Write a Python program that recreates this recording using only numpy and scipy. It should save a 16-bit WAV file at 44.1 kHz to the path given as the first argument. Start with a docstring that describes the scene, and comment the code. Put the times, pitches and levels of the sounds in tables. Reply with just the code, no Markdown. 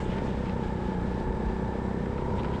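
"""A single-cylinder four-stroke kart heard from the seat: speed hunts through a bend, climbs on the straight.
Each firing is a bark with a puff of gas, then a thump: partials locked to the cycle, plus gated noise.
The chain whirrs as tones in step with the engine; wind, rumble, hiss and tyre scrub are coloured noise.
The suit swishes as gliding noise bands, the bodywork rattles as decaying noise bursts, and the air
buffets the microphone as low gliding swings."""
import sys
import numpy as np
from scipy import signal
from scipy.fft import rfft, irfft
from scipy.io import wavfile
from scipy.ndimage import uniform_filter1d

SR = 44100
rng = np.random.default_rng(int(sys.argv[2]) if len(sys.argv) > 2 else 0)


def wav_record(signal):
    """Record a signal, one row per channel, as 16-bit PCM in the file named by sys.argv[1]."""
    frames = np.transpose(np.atleast_2d(signal))
    bounded = np.clip(frames, -1, 1)
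    # unit amplitude maps onto the largest positive 16-bit level
    quanta = np.round(bounded * 32767).astype(np.int16)
    wavfile.write(sys.argv[1], SR, quanta)


N = 114660
TIME_S = np.arange(N) / SR

# Spectrum levels are relative: noise() scales each to unit rms.
# Engine speed. Each row: time in seconds, firings per second.
FIRING_RATE_HZ = [(0.0, 31.5), (0.073, 30.3), (0.241, 33.14), (0.306, 31.07), (0.428, 33.03),
                  (0.507, 30.75), (0.573, 32.84), (0.658, 29.81), (0.726, 32.05), (0.793, 29.77),
                  (0.912, 31.4), (0.977, 29.69), (1.032, 30.97), (1.218, 31.46), (1.262, 30.73),
                  (1.324, 31.55), (1.424, 30.62), (1.513, 31.89), (1.57, 31.15), (1.719, 31.44),
                  (1.838, 31.65), (1.99, 32.1), (2.095, 32.29), (2.241, 32.79), (2.427, 33.28),
                  (2.6, 33.45)]
# Exhaust partials before load, pipe and trim. Each row: multiple of the firing rate, level in dB.
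THUMP_PARTIALS = [(2, -39.5), (3, -47), (4, -45), (5, -46), (6, -42), (7, -44), (8, -49), (9, -55),
                  (10, -53), (11, -51.5), (12, -46.3)]
BARK_PARTIALS = [(13, -52), (14, -53.5), (15, -46.5), (16, -54.5), (17, -55), (18, -58), (19, -62),
                 (20, -61)]
# Exhaust pipe resonances and notches. Each row: centre in Hz, half width in Hz, lift in dB.
PIPE_MODES = [(184.5, 9.6, 4), (202, 4, -7), (229, 7, 3), (365, 22, 3.5), (386, 6, 3), (402, 9, -10),
              (494, 16, 4)]
# Exhaust pulse strength with load. Each row: time in seconds, gain in dB.
LOAD_DB = [(0, -0.5), (.35, 2.5), (.8, 0.5), (1.2, 1.5), (1.8, 1.7), (2.3, 1.4), (2.6, -0.5)]
# Gas rush spectrum. Each row: frequency in Hz, density in dB per Hz.
PUFF_SPECTRUM = [(100, -20.5), (200, -1.5), (330, 1.5), (450, -4.5), (560, -7), (750, -11.5), (1500, -36)]
THUMP_AT_CYCLE, BARK_AT_CYCLE, PUFF_AT_CYCLE = 0.97, 0.906, 0.88
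THUMP_TRIM_DB, BARK_TRIM_DB, PUFF_DB = 0.3, 0, -48
THUMP_ROUGH_DB, BARK_ROUGH_DB, WAVER_DB = 0.4, 0.7, 0.4
PUFF_WIDTH_CYCLES = 0.085

# Main chain mesh tone with tension. Each row: time in seconds, level in dB.
MESH_LEVEL_DB = [(0, -45.5), (.26, -45), (.37, -53), (.48, -45), (.63, -44), (.76, -48), (.94, -43.5),
                 (1.03, -49), (1.25, -44.5), (1.5, -45), (1.72, -43.5), (1.88, -50), (2.1, -55),
                 (2.31, -41.5), (2.45, -48), (2.6, -50)]
# Mesh sidebands, and the buzz an octave above. Each row: multiple of the firing rate, level in dB.
SIDEBANDS = [(25, -54), (26, -59.5), (27, -54), (29, -53), (30, -52), (31, -58.5)]
OCTAVE_LINES = [(52, -65), (53, -66), (54, -66), (55, -60.5), (56, -57.5), (57, -65)]
# Gains on the sidebands and on the buzz. Each row: time in seconds, gain in dB.
SIDEBAND_GAIN_DB = [(0, -3.5), (.5, -1.5), (.9, 1.5), (1.4, -0.5), (1.75, 1.5), (2.1, -2), (2.3, 4.5),
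                    (2.47, 5.5), (2.6, 2.5)]
OCTAVE_GAIN_DB = [(0, -3), (.7, -.5), (1.8, 1), (2.05, 0), (2.25, -7), (2.6, -7)]
MESH_ORDER = 28
CHAIN_SLIP_RAD, CHAIN_OWN_SLIP_RAD, CHAIN_SLIP_HZ = 0.2, 0.6, 5

# Spectra of air on the microphone, frame rumble, rolling and mechanical hiss, tyre scrub.
# Each row: frequency in Hz, density in dB per Hz.
WIND_SPECTRUM = [(15, -4), (25, -5), (55, -3), (85, -3), (120, -6.5), (190, -2.5), (240, -8), (290, -14),
                 (450, -37)]
RUMBLE_SPECTRUM = [(150, -12.5), (290, -3), (380, 1.5), (500, -3), (690, -9.5), (880, -7.5), (1100, -14.5),
                   (1600, -22), (3000, -38.5)]
HISS_SPECTRUM = [(500, -7.5), (1000, 1.5), (1400, 2), (1750, -1), (2000, -5), (2300, -4.5), (2600, -17),
                 (3800, -12), (4400, -21), (4800, -16), (5500, -22), (6700, -25.5), (7500, -21),
                 (8500, -24.5), (9500, -34), (11500, -40), (13500, -47)]
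SCRUB_SPECTRUM = [(600, -28), (1200, 0.5), (2000, -2), (3200, -5.5), (4500, -13), (8000, -23.5),
                  (10000, -33.5), (13000, -46.5)]
# Levels of wind, rumble and scrub. Each row: time in seconds, level in dB.
WIND_LEVEL_DB = [(0, -32), (.3, -33.5), (.55, -34), (.9, -34), (1.15, -33), (1.5, -35), (1.58, -37),
                 (1.7, -37), (1.85, -34), (1.93, -39), (2.15, -36.5), (2.35, -32.5), (2.46, -33.5),
                 (2.6, -37.5)]
RUMBLE_LEVEL_DB = [(0, -36.5), (.2, -36), (.6, -41.5), (1.2, -37.5), (1.48, -39.5), (1.7, -38.5),
                   (2.15, -40), (2.35, -36), (2.6, -37.5)]
SCRUB_LEVEL_DB = [(0, -42), (.06, -58.5), (.11, -48.5), (.17, -49), (.21, -52.5), (.28, -49.5), (.33, -53),
                  (.39, -53.5), (.48, -51), (.56, -56), (.64, -50), (.73, -57), (.88, -52), (1.0, -58),
                  (1.08, -53.5), (1.2, -54), (1.27, -60.5), (1.52, -53), (1.6, -57), (2.1, -57),
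                  (2.34, -55.5), (2.395, -52.5), (2.425, -58), (2.5, -54.5), (2.55, -53), (2.6, -56)]
HISS_DB = -50.5

# Suit swishes. Each row: centre in seconds, level in dB, frequency in Hz, glide in Hz per second,
# Gaussian width in seconds, half bandwidth in Hz.
SWISHES = [(.025, -64.5, 7400, -5, 0.037, 900), (.107, -52.5, 2775, -5000, 0.043, 600),
           (.165, -48.5, 1600, -6000, 0.028, 450), (.265, -63, 6000, 0, 0.023, 1600),
           (.295, -55.5, 3200, 0, 0.023, 554), (0.476, -50, 2113, 12000, .02, 900),
           (2.395, -47, 2850, 30000, 0.011, 700), (2.544, -49.5, 2500, 15002, 0.017, 800)]
SWISH_RASP_DB, SWISH_RASP_HZ = 1.7, 160

# Bodywork knocks. Each row: start in seconds, level in dB, 60 dB ring time in seconds,
# brightness tilt in dB per octave.
KNOCKS = [(0.175, -44, .025, -2), (.184, -37, 0.025, -3.5), (0.495, -42, 0.021, 1), (.946, -44, .03, -9),
          (1.199, -51.5, .04, 10.5), (1.458, -56, .035, 12), (2.058, -39.5, .035, -8),
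          (2.179, -37.5, .05, -8), (2.433, -40, .018, 4), (2.445, -29.5, .016, -6), (2.452, -39, 0.03, -1),
          (2.484, -42, .025, -3)]
# Knock spectrum before tilt. Each row: frequency in Hz, density in dB per Hz.
KNOCK_SPECTRUM = [(300, -19.5), (800, -3), (1600, 5), (2600, 0.5), (4500, -10.5), (8000, -30.5),
                  (10000, -39), (13000, -65)]
KNOCK_ATTACK_S = 0.0008

# Air buffets. Each row: centre in seconds, level in dB, frequency in Hz, glide in Hz per second,
# Gaussian width in seconds.
BUFFETS = [(1.29, -28.5, 41.7, -6, 0.033), (1.48, -22.5, 52, 1, 0.019), (1.27, -33.5, 142, -450, 0.046),
           (1.5, -38, 139.5, -400, 0.049), (1.66, -29.5, 113.3, -300, 0.035),
           (2.03, -33, 140.3, -500, 0.055), (2.35, -32, 90.3, 194, 0.057)]

STOPBAND_HZ, FADE_S, CEILING = 13700, 0.003, 0.14


def from_db(db):
    """Decibels to gain."""
    return 10 ** (np.asarray(db) / 20)


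def rms_one(x):
    """Scale to unit rms."""
    return x / np.sqrt(np.mean(x ** 2) + 1e-20)


def in_time(rows):
    """Join (seconds, value) rows by straight lines."""
    return np.interp(TIME_S, *np.transpose(rows))


def drift(rate_hz):
    """Slow random wander of unit rms: two-pole lowpassed noise, computed every 40 samples."""
    step = 40
    pole = np.exp(-2 * np.pi * rate_hz * step / SR)
    white = rng.standard_normal(N // step + 2002)
    slow = signal.lfilter([1], [1, -2 * pole, pole * pole], white)[2000:]  # drop the settling
    return np.interp(np.arange(N) / step, np.arange(len(slow)), rms_one(slow))


def noise(spectrum):
    """Unit-rms noise of the given colour, falling 12 dB per octave beyond both ends."""
    hz, db = np.transpose(spectrum)
    f = np.maximum(np.fft.rfftfreq(N, 1 / SR), 1)
    colour = from_db(np.interp(np.log(f), np.log(hz), db))
    skirts = np.minimum(1, np.minimum(f / hz[0], hz[-1] / f)) ** 2
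    return rms_one(irfft(rfft(rng.standard_normal(N)) * colour * skirts, N))


def pulses(turns, rate_hz, partials, rough_db):
    """One pressure dip per cycle, each of its own strength; partials waver and swell on pipe resonances."""
    cycle = np.floor(turns + 0.5).astype(int) + 2
    strength = from_db(rough_db * rng.standard_normal(size=128)[cycle])
    wave = 0
    for order, db in partials:
        pipe_db = sum(lift_db / (1 + ((order * rate_hz - hz) / half_width_hz) ** 2)
                      for hz, half_width_hz, lift_db in PIPE_MODES)
        gain = from_db(db + pipe_db + WAVER_DB * drift(0.77))
        wave = wave + gain * np.cos(2 * np.pi * round(order) * turns)
    return -np.sqrt(2) * wave * uniform_filter1d(strength, size=256)  # no steps between cycles


def engine(turns, rate_hz):
    """Every firing: a bark with a puff of gas, then the low thump, all scaled by load."""
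    thump = pulses(turns - THUMP_AT_CYCLE, rate_hz, THUMP_PARTIALS, THUMP_ROUGH_DB)
    bark = pulses(turns - BARK_AT_CYCLE, rate_hz, BARK_PARTIALS, BARK_ROUGH_DB)
    from_puff_cycles = (turns - PUFF_AT_CYCLE + 0.5) % 1 - 0.5
    valve = np.exp(-0.5 * (from_puff_cycles / PUFF_WIDTH_CYCLES) ** 2)
    puff = rms_one(valve * noise(PUFF_SPECTRUM))
    exhaust = from_db(THUMP_TRIM_DB) * thump + from_db(BARK_TRIM_DB) * bark + from_db(PUFF_DB) * puff
    return from_db(in_time(LOAD_DB)) * exhaust


def chain_lines(turns, lines, shared_slip_rad):
    """Tones in step with the engine; each phase follows the shared slip and a wander of its own."""
    out = 0
    for order, db in lines:
        phase = 2 * np.pi * (round(order) * turns + rng.random())
        own_slip_rad = CHAIN_OWN_SLIP_RAD * drift(CHAIN_SLIP_HZ)
        out = out + from_db(db) * np.cos(phase + shared_slip_rad + own_slip_rad)
    return out


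def chain(turns):
    """Links meet the sprocket in step with the engine: a clear tone, wavering sidebands, an octave buzz."""
    slip_rad = CHAIN_SLIP_RAD * drift(CHAIN_SLIP_HZ)
    mesh = from_db(in_time(MESH_LEVEL_DB)) * np.cos(2 * np.pi * MESH_ORDER * turns + slip_rad)
    whirr = from_db(in_time(SIDEBAND_GAIN_DB)) * chain_lines(turns, SIDEBANDS, slip_rad)
    buzz = from_db(in_time(OCTAVE_GAIN_DB)) * chain_lines(turns, OCTAVE_LINES, 2 * slip_rad)
    flutter = from_db(0.7 * drift(12))
    return np.sqrt(2) * (mesh + whirr + buzz) * flutter


def rolling():
    """Wind, frame rumble, steady hiss and the grainy scrub of the tyres, as coloured noise."""
    wind = from_db(in_time(WIND_LEVEL_DB)) * noise(WIND_SPECTRUM)
    rumble = from_db(in_time(RUMBLE_LEVEL_DB)) * noise(RUMBLE_SPECTRUM)
    hiss = from_db(HISS_DB + 0.6 * drift(20)) * noise(HISS_SPECTRUM)
    scrub = from_db(in_time(SCRUB_LEVEL_DB) + 0.9 * drift(67)) * noise(SCRUB_SPECTRUM)
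    return wind + rumble + hiss + scrub


def sweep(centre_s, db, hz, glide_hz_per_s, width_s, wander_rad):
    """A gliding sine that swells and fades, its phase offset by the given wander."""
    t = TIME_S - centre_s
    swell = np.exp(-0.5 * (t / width_s) ** 2)
    return from_db(db) * swell * np.sin(2 * np.pi * (hz + glide_hz_per_s * t / 2) * t + wander_rad)


def swishes():
    """Cloth slides, catching and slipping: a rasping noise band that glides with the speed of the rub."""
    rasp = rms_one(from_db(SWISH_RASP_DB * drift(SWISH_RASP_HZ)))
    out = 0
    for *row, half_width_hz in SWISHES:
        # Low noise times a sine gives a band around the sine.
        low_noise = noise([(10, 0), (half_width_hz, 0), (2 * half_width_hz, -14)])
        out = out + low_noise * sweep(*row, 0)
    return np.sqrt(2) * rasp * out


def knocks():
    """Short dry rattles of the plastic bodywork: decaying noise; a harder contact is given a brighter tilt."""
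    out = 0
    for start_s, db, ring_s, tilt_db in KNOCKS:
        t = TIME_S - start_s
        attack = np.clip(t / KNOCK_ATTACK_S, 0, 1)
        decay = from_db(db - 60 * np.maximum(t - KNOCK_ATTACK_S, 0) / ring_s)
        colour = [(hz, level_db + tilt_db * np.log2(hz)) for hz, level_db in KNOCK_SPECTRUM]
        out = out + attack * decay * noise(colour)
    return out


def buffets():
    """Eddies at the microphone: a few low swings each, unsteady by a 1 rad rms phase wander."""
    return sum(sweep(*row, drift(5.2)) for row in BUFFETS)


def scene():
    """Engine, chain, tyres, suit, bodywork and air at the driver's head."""
    rate_hz = in_time(FIRING_RATE_HZ)
    turns = np.cumsum(rate_hz) / SR  # one turn per firing cycle
    mix = engine(turns, rate_hz) + chain(turns) + rolling() + swishes() + knocks() + buffets()
    return mix[None]


def record(dry):
    """Round the peaks gently, ease the ends, cut the top."""
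    ends = np.minimum(1, np.minimum(TIME_S, TIME_S[-1] - TIME_S) / FADE_S)
    rounded = CEILING * np.tanh(dry / CEILING)
    lowpass = signal.cheby2(12, 60, STOPBAND_HZ, fs=SR, output="sos")  # 60 dB down from here up
    return signal.sosfilt(lowpass, ends * rounded)


dry = scene()
out = record(dry)
wav_record(out)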